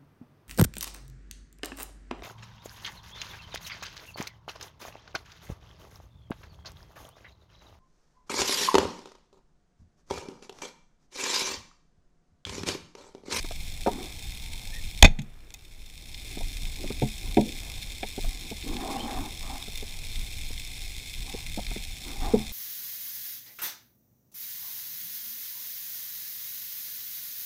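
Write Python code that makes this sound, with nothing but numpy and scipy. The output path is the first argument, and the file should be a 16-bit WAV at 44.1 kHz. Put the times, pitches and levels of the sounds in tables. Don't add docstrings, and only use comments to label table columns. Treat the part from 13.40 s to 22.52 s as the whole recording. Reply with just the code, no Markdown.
import sys
import numpy as np
from scipy import signal
from scipy.fft import rfft, irfft
from scipy.io import wavfile
from scipy.ndimage import uniform_filter1d

SR = 44100
rng = np.random.default_rng(int(sys.argv[2]) if len(sys.argv) > 2 else 0)


def output_pcm(signal):
    pcm = np.clip(np.atleast_2d(signal).T, -1, 1) * 32767
    wavfile.write(sys.argv[1], SR, np.round(pcm).astype(np.int16))


N = 402191
SHOT_S = 1.629


def undb(db):
    return 10 ** (np.asarray(db) / 20)


def unit(x):
    return x / np.sqrt(np.mean(x ** 2) + 1e-18)


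def curve(rows):
    times, values = np.transpose(rows)
    return np.interp(np.arange(N) / SR, times, values)


def add(out, start_s, x):
    i = max(int(start_s * SR), 0)
    out[i:i + len(x)] += x[:len(out) - i]


def envelope(t, attack, hold, release):
    rise = np.clip(t / attack, 0, 1)
    return rise * np.exp(-np.maximum(t - hold, 0) / release)


def colour(x, points, tilt_db=0):
    octave = np.log2(np.fft.rfftfreq(len(x), 1 / SR) + 1)
    hz, db = np.transpose(points)
    gain = undb(np.interp(octave, np.log2(hz), db) + tilt_db * octave)
    return irfft(rfft(x) * gain, len(x))


def ring(push, modes):
    t, out = np.arange(len(push)) / SR, 0
    for hz, db, t60 in modes:
        near = signal.lfilter(*signal.iirpeak(hz, 1, SR), push)
        mode = np.cos(2 * np.pi * hz * t) * np.exp(-np.log(1000) * t / t60)
        ringing = signal.fftconvolve(near, mode)[:len(t)]
        out = out + undb(db) * unit(ringing)
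    return out


def grains(rate, spread_db):
    size = undb(spread_db * np.minimum(rng.standard_normal(N), 2.6))
    happens = rng.random(N) < rate / SR
    return unit(happens * size * rng.choice([-1, 1], N))


def walk(rate):
    k = int(SR / rate)
    steps = np.repeat(rng.standard_normal(N // k + 1), k)
    return unit(uniform_filter1d(steps, k)[:N])


# pitch_hz, width_hz, level_db
CASE_MODES = [(1720, 175, -12), (2078, 201, -2), (2454, 370, -1), (3194, 178, -3), (3589, 190, 2.5),
              (4247, 216, -2), (5290, 570, -4.5), (6300, 240, -8), (6640, 560, -9), (8204, 580, -7.5),
              (9870, 950, -10.5), (12640, 1550, -16.5), (14300, 1330, -14.5)]


def housing(x):
    walls = 0
    for k, (hz, width, db) in enumerate(CASE_MODES):
        wall = signal.lfilter(*signal.iirpeak(hz, hz / width, SR), x)
        walls = walls + (-1) ** k * undb(db) * wall
    return signal.sosfilt(signal.butter(4, 1500, "high", fs=SR, output="sos"), walls)


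# time_s, level_db
SHRIMP_LEVEL = [(0, -44), (1.6, -45.5), (3.5, -43), (9.1, -42.5)]
# start_s, level_db, treble_db
NEAR_SNAPS = [(2.744, -27, -30), (3.253, -30.5, -12), (3.4755, -30.5, -22), (4.091, -30, -16),
              (4.4239, -29.5, -19), (5.225, -30.5, -24), (5.3668, -26.5, -23), (6.356, -29, -7),
              (6.375, -28.5, -3), (6.757, -29, -15), (7.1776, -29.5, -16), (8.064, -30.5, -16),
              (8.266, -27, -18)]


def shrimp(far_db=-2, scatter_db=-3, scatter_s=0.00067, near_db=-9.5, echo=0.16, echo_s=0.0025):
    snaps = grains(rate=1100, spread_db=7.5)
    smear = np.sqrt(signal.lfilter([1], [1, -np.exp(-1 / (scatter_s * SR))], snaps ** 2))
    hiss = (undb(far_db) + undb(scatter_db) * unit(smear)) * rng.standard_normal(N)
    out = unit(housing(snaps + hiss)) * undb(curve(SHRIMP_LEVEL))
    t = np.arange(SR // 100) / SR
    dull_filter = signal.butter(4, 4800, fs=SR, output="sos")
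    for start_s, level_db, treble_db in NEAR_SNAPS:
        echoes = echo * rng.standard_normal(len(t)) * np.exp(-t / echo_s)
        snap = housing((t == 0) + echoes)
        dull = unit(signal.sosfilt(dull_filter, snap))
        bright = unit(np.diff(snap, prepend=0))
        add(out, start_s, undb(level_db + near_db) * unit(dull + undb(treble_db) * bright))
    return out


# pitch_hz, level_db (per Hz)
SEA_COLOUR = [(60, -12), (200, 1.5), (400, 1.5), (800, 1), (1300, -12.5), (2000, -10), (4000, -30)]


def wash(level_db=-61.5, drift_db=2.0):
    murmur = unit(colour(rng.standard_normal(N), SEA_COLOUR))
    return murmur * undb(level_db + drift_db * walk(7))


def wake_strength(level_db=-24, fade_s=0.27):
    since_shot = np.arange(N) / SR - SHOT_S
    return undb(level_db) * (since_shot > 0) * np.exp(-np.abs(since_shot) / fade_s)


# pitch_hz, level_db (per Hz)
PRESSURE_COLOUR = [(10, -16), (20, 1.5), (28, -6), (42, -9.5), (75, -14), (110, -21.5), (180, -27.5),
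                   (400, -53)]


def surge(wake, aiming_db=-36.5, moving_db=-37.5, uneven_db=1.6):
    after_shot = np.arange(N) / SR > SHOT_S
    pressure = undb(np.where(after_shot, moving_db, aiming_db) + uneven_db * walk(6.8))
    rumble = unit(colour(rng.standard_normal(N), PRESSURE_COLOUR))
    return rumble * (pressure + wake)


def gurgle(modes, rate=700, wander=0.028, patchy_db=2):
    out = 0
    for hz, width, db in modes:
        strikes = grains(rate, spread_db=5.0) * np.exp(2j * np.pi * rng.random(N))
        swell = signal.sosfilt(signal.butter(2, width / 2, fs=SR, output="sos"), strikes)
        phase = 2 * np.pi * np.cumsum(hz * (1 + wander * walk(30))) / SR
        tone = unit((swell * np.exp(1j * phase)).real)
        out = out + tone * undb(db + patchy_db * walk(25))
    return unit(out)


# start_s, length_s, body_db, froth_db
SWISH_TIMES = [(0.449, 0.16, -39, -46.5), (2.82, .19, -53.5, -59.5), (3.365, 0.084, -42.5, -58),
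               (3.79, 0.15, -50, -58), (3.998, 0.095, -41.5, -67), (4.198, 0.075, -58, -55),
               (4.8, 0.24, -54, -58.5), (5.223, 0.58, -34.5, -36.5), (5.993, 0.17, -50, -45),
               (7.8, 0.17, -56, -54.5), (8.619, 0.14, -46, -49), (8.784, 0.12, -42.5, -38)]


def flow(attack_s=0.053, froth_attack_share=.45, release_s=0.071, sag_db_per_s=7.5):
    t = np.arange(N) / SR
    body, froth = undb(-61.5) ** 2, undb(-65) ** 2
    for start_s, length_s, body_db, froth_db in SWISH_TIMES:
        since = t - start_s
        sag_db = sag_db_per_s * np.maximum(since, 0)
        body_shape = envelope(since, attack_s, length_s, release_s)
        froth_shape = envelope(since, froth_attack_share * length_s, length_s, release_s)
        body = body + (undb(body_db - sag_db) * body_shape) ** 2
        froth = froth + (undb(froth_db - sag_db) * froth_shape) ** 2
    return np.sqrt(body), np.sqrt(froth)


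# pitch_hz, width_hz, level_db
FLOW_MODES = [(155, 110, -9.5), (259.3, 70, 0.5), (333.3, 101, -2.5), (454, 140, -8)]
BUBBLE_MODES = [(687, 103, -7), (783, 85, -1), (960, 245, -5.5), (1153, 220, -10), (1710, 790, -12)]


def passing_water(wake, churn_db=-14):
    body_flow, froth_flow = flow()
    body = gurgle(FLOW_MODES) * (body_flow + undb(churn_db) * wake)
    return body + gurgle(BUBBLE_MODES) * froth_flow


# pitch_hz, level_db, t60_s
AIR_RESONANCES = [(80.6, -39, .14), (134, 12, 0.13), (215, 1, 0.22), (242, 1.5, 0.1), (311.4, 2.5, 0.042),
                  (386, 0, 0.05), (416.3, -8, 0.1), (559, 4, 0.058), (647, 0.5, 0.067), (715, 10, 0.041),
                  (780, -20, 0.1), (890, -47, 0.067), (930, -48, 0.1), (1203, 18.5, 0.017),
                  (1580, 9, 0.013)]
# start_s, level_db, mid_db, splash_db, tick_db, pitch_hz
AIR_GLUGS = [(0.044, -36, -10.5, -10.5, -10.5, 404), (0.109, -44.5, 10.5, -2, -15, 791),
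             (0.462, -28.5, 10, -7, -11, 756), (0.471, -15.5, -5.5, -16.5, -30, 684),
             (2.971, -31.5, -11, -25, -13, 261), (3.005, -42, 5, -20, -20, 151),
             (3.44, -29.5, -30, -27, -27, 261), (3.503, -26, -16, -20, -27, 151),
             (3.62, -13.5, -12.5, -45, -22, 115), (3.97, -6.5, -10.5, -43, -21, 231),
             (4.63, -27.5, -3.5, -22, -1.5, 353), (4.778, -26.5, -17, -29, -22, 412),
             (4.843, -41, 2, -8, -10, 161), (5.113, -29.5, -8, -31, -28, 172),
             (6.278, -36.5, -19, -19, -20, 409), (6.425, -34.5, -22, -30, -22, 406),
             (7.105, -40, -20, -30, -22, 210), (7.94, -29, -20, -33, -25, 369),
             (8.174, -27, -17, -36, -29, 237), (8.184, -30, -1.5, -21, -23, 215),
             (8.31, -37, -4, -13, 0, 154), (8.359, -29.5, -28, -32, -11, 207),
             (8.936, -8, -22, -36, -42, 250)]


def glugs(gain_db=-19, growth=0.37, full_db=-9, dull_hz=940, slosh_db=-7, slosh_s=0.022,
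          thin_db=9, tick_s=0.023, tick_hz=2500, kick_db=-4, burst_s=.01):
    out, t = np.zeros(N), np.arange(SR // 3) / SR
    water_mass = signal.ellip(8, 1, 60, dull_hz, fs=SR, output="sos")
    splash_band = signal.butter(3, [dull_hz, 1700], "band", fs=SR, output="sos")
    soft_contact = signal.butter(3, tick_hz, fs=SR, output="sos")
    mode_hz, mode_db, t60 = np.transpose(AIR_RESONANCES)
    registers = np.log([110, 200, 450, 600])  # boom, two unweighted points, mid; in Hz
    for start_s, level_db, mid_db, splash_db, tick_db, pitch_hz in AIR_GLUGS:
        size = undb(growth * (level_db - full_db))
        slosh = undb(slosh_db) * np.exp(-t / (slosh_s * size))
        push = rng.standard_normal(len(t)) * (np.exp(-(t / burst_s) ** 2) + slosh)
        kick = undb(kick_db) * np.sqrt(np.sum(push ** 2))
        push = push + (t == 0) * kick
        boom_db = -14.5 + 7 * np.log2(200 / pitch_hz)
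        weight_db = np.interp(np.log(mode_hz), registers, [boom_db, 0, 0, mid_db])
        below = np.maximum(np.log2(min(pitch_hz, 400) / mode_hz), 0)
        air = ring(push, zip(mode_hz, mode_db + weight_db - thin_db * below, t60 * size))
        fullness = np.sqrt(1 + undb(2 * mid_db) + undb(2 * boom_db))
        glug = unit(signal.sosfilt(water_mass, air)) * fullness
        splash = unit(signal.sosfilt(splash_band, air)) * undb(splash_db)
        case_push = housing(push * np.exp(-t / tick_s))
        tick = unit(signal.sosfilt(soft_contact, case_push)) * undb(tick_db)
        add(out, start_s, (glug + splash + tick) * undb(level_db + gain_db))
    return out


# start_s, length_s, start_hz, middle_hz, end_hz, level_db
THIN_SQUEAKS = [(.85, 0.69, 880, 890, 820, -63.5), (1.32, 0.092, 1670, 1860, 1620, -45),
                (5.546, .13, 2400, 3150, 3000, -42.5)]


def squeaks(waver=0.027, flutter_db=4.5):
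    out = np.zeros(N)
    for start_s, length_s, start_hz, middle_hz, end_hz, level_db in THIN_SQUEAKS:
        n = int(length_s * SR)
        bend = np.polyfit([-1, 0, 1], [start_hz, middle_hz, end_hz], 2)
        hz = np.polyval(bend, np.linspace(-1, 1, n)) * (1 + waver * walk(400)[:n])
        loudness = undb(level_db + flutter_db * walk(119)[:n]) * np.sqrt(np.hanning(n))
        add(out, start_s, loudness * np.sin(2 * np.pi * np.cumsum(hz) / SR))
    return out


# pitch_hz, level_db, t60_s
STEEL_MODES = [(494, -13.5, 0.075), (680, -9, .03), (820, -2, .035), (1645, -16, 0.065), (2030, -8, 0.037),
               (2070, -8, 0.065), (2510, -12, 0.077), (2510, 1.5, 0.034), (3200, -13, 0.036),
               (3580, -1.5, 0.024), (4450, -5.5, 0.016), (5450, -9, .02), (6490, -6.5, 0.011),
               (7430, -20, 0.0113)]
# pitch_hz, level_db (per Hz)
SCRAPE_COLOUR = [(150, 0.5), (450, -12.5), (750, -1), (1200, -20.5), (1700, -13.5), (2350, -3.5),
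                 (2950, -18), (3550, -6.5), (4800, -28), (6800, -21), (8300, -32.5), (11000, -40.5),
                 (15000, -47)]


def rub(force, tilt_db, ring_db=-9, grit_db=2):
    grit = undb(grit_db) * grains(rate=700, spread_db=4.5)[:len(force)]
    friction = rng.standard_normal(len(force)) + grit
    scrape = unit(colour(friction, SCRAPE_COLOUR, tilt_db)) * force
    ringing = undb(ring_db) * unit(ring(scrape, STEEL_MODES))
    return unit(unit(scrape) + ringing) * np.sqrt(np.mean(force ** 2))


# start_s, level_db, decay_s, treble_db_per_octave
HARD_CONTACTS = [(1.6243, -9, 0.0027, 1), (1.6254, 21.5, .002, 4.5), (1.628, 20, 0.0012, -0.5),
                 (1.6456, 21, .004, -1), (1.651, 21.5, 0.0028, 0), (1.657, 15, 0.0027, -4),
                 (1.6616, 6, 0.001, 5), (1.678, 5, .0017, -3.5), (1.7886, -9, 0.006, 3.5),
                 (1.818, -19, 0.0061, 9.5), (2.1043, -21.5, 0.0018, 7), (2.14, -12.5, 0.0025, 12.5)]
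# start_s, level_db, start_hz, end_hz, rise_s, decay_s, roughness (0-1)
LOW_THUMPS = [(1.628, 21, 56.3, 19.5, 0.0052, 0.049, 0.02), (1.627, 3, 247, 210, 0.0027, 0.034, 0.55),
              (1.631, 14.5, 78, 87, 0.0056, 0.024, 0.37), (1.68, -6, 140, 125, 0.019, 0.036, 0.85),
              (1.777, -4.5, 161, 135, 0.0176, 0.032, 0.54), (1.787, -12, 230, 210, 0.002, 0.028, 0.8)]


def speargun(gain_db=-3, contact_rise_s=0.000495, rail_run_s=.029, line_attack_s=.07):
    out, t = np.zeros(N), np.arange(SR) / SR
    for start_s, level_db, decay_s, tilt_db in HARD_CONTACTS:
        force = envelope(t, contact_rise_s, contact_rise_s, decay_s)
        add(out, start_s, undb(level_db) * rub(force, tilt_db))
    speed = np.minimum(t / rail_run_s, 1)
    rail = speed * envelope(t, rail_run_s / 2, rail_run_s, 0.0031)
    add(out, SHOT_S, undb(16.5) * rub(rail, tilt_db=-1))
    rattle = envelope(t, contact_rise_s, rail_run_s, .02)
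    add(out, SHOT_S, undb(-3) * rub(rattle, tilt_db=1.5))
    line = envelope(t, line_attack_s, line_attack_s, 0.06)
    add(out, SHOT_S, undb(-19.5) * rub(line, tilt_db=-1.5))
    for start_s, level_db, start_hz, end_hz, rise_s, decay_s, rough in LOW_THUMPS:
        hz = end_hz + (start_hz - end_hz) * np.exp(-t / .02)
        wobble = 1 + rough * (walk(120.5) + 1j * walk(110))[:len(t)]
        swing = (wobble * np.exp(2j * np.pi * np.cumsum(hz) / SR)).imag
        add(out, start_s, -undb(level_db) * envelope(t, rise_s, rise_s, decay_s) * swing)
    return out * undb(gain_db)


# pitch_hz, level_db (per Hz)
WAKE_COLOUR = [(150, -8), (400, 0.5), (900, -5.5), (1500, -8), (2500, -5), (6000, -37)]


def fizz(wake, level_db=-9):
    return unit(colour(grains(rate=2600, spread_db=-3.5), WAKE_COLOUR)) * undb(level_db) * wake


# middle_s, level_db (of the swaying tone)
SWELL_TIMES = [(3.04, -32), (3.24, -32), (3.45, -34), (3.63, -32), (3.88, -29), (4.85, -26), (5.32, -30),
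               (5.8, -26), (6.8, -26.5), (7.8, -31), (8.31, -32), (8.84, -29.5)]


def swells(sway_hz=28, width_s=0.045, wander=0.1515, stir_db=-3):
    t = np.arange(N) / SR
    strength = sum(undb(db) * np.exp(-((t - middle_s) / width_s) ** 2) for middle_s, db in SWELL_TIMES)
    hz = sway_hz * (1 + wander * walk(25))
    sway = unit(np.sin(2 * np.pi * np.cumsum(hz) / SR))
    eddies = unit(colour(rng.standard_normal(N), PRESSURE_COLOUR))
    return strength * (sway + undb(stir_db) * eddies)


def scene():
    wake = wake_strength()
    sea = shrimp() + wash()
    water = surge(wake) + passing_water(wake) + fizz(wake) + swells()
    return (sea + water + glugs() + squeaks() + speargun())[None]


def record(dry, ceiling_db=-2.0, recovery_db=20.0, top_hz=15400):
    power_db = 10 * np.log10(np.abs(uniform_filter1d(dry[0] ** 2, SR // 400)) + 1e-12)
    excess_db = np.maximum(power_db - ceiling_db, 0)
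    ramp = recovery_db * np.arange(N) / SR
    cut_db = np.maximum.accumulate(excess_db + ramp) - ramp
    loud = np.clip(dry * undb(-cut_db), -1, 1)
    return signal.sosfilt(signal.ellip(8, .2, 70, top_hz, fs=SR, output="sos"), loud)


dry = scene()
out = record(dry)
output_pcm(out)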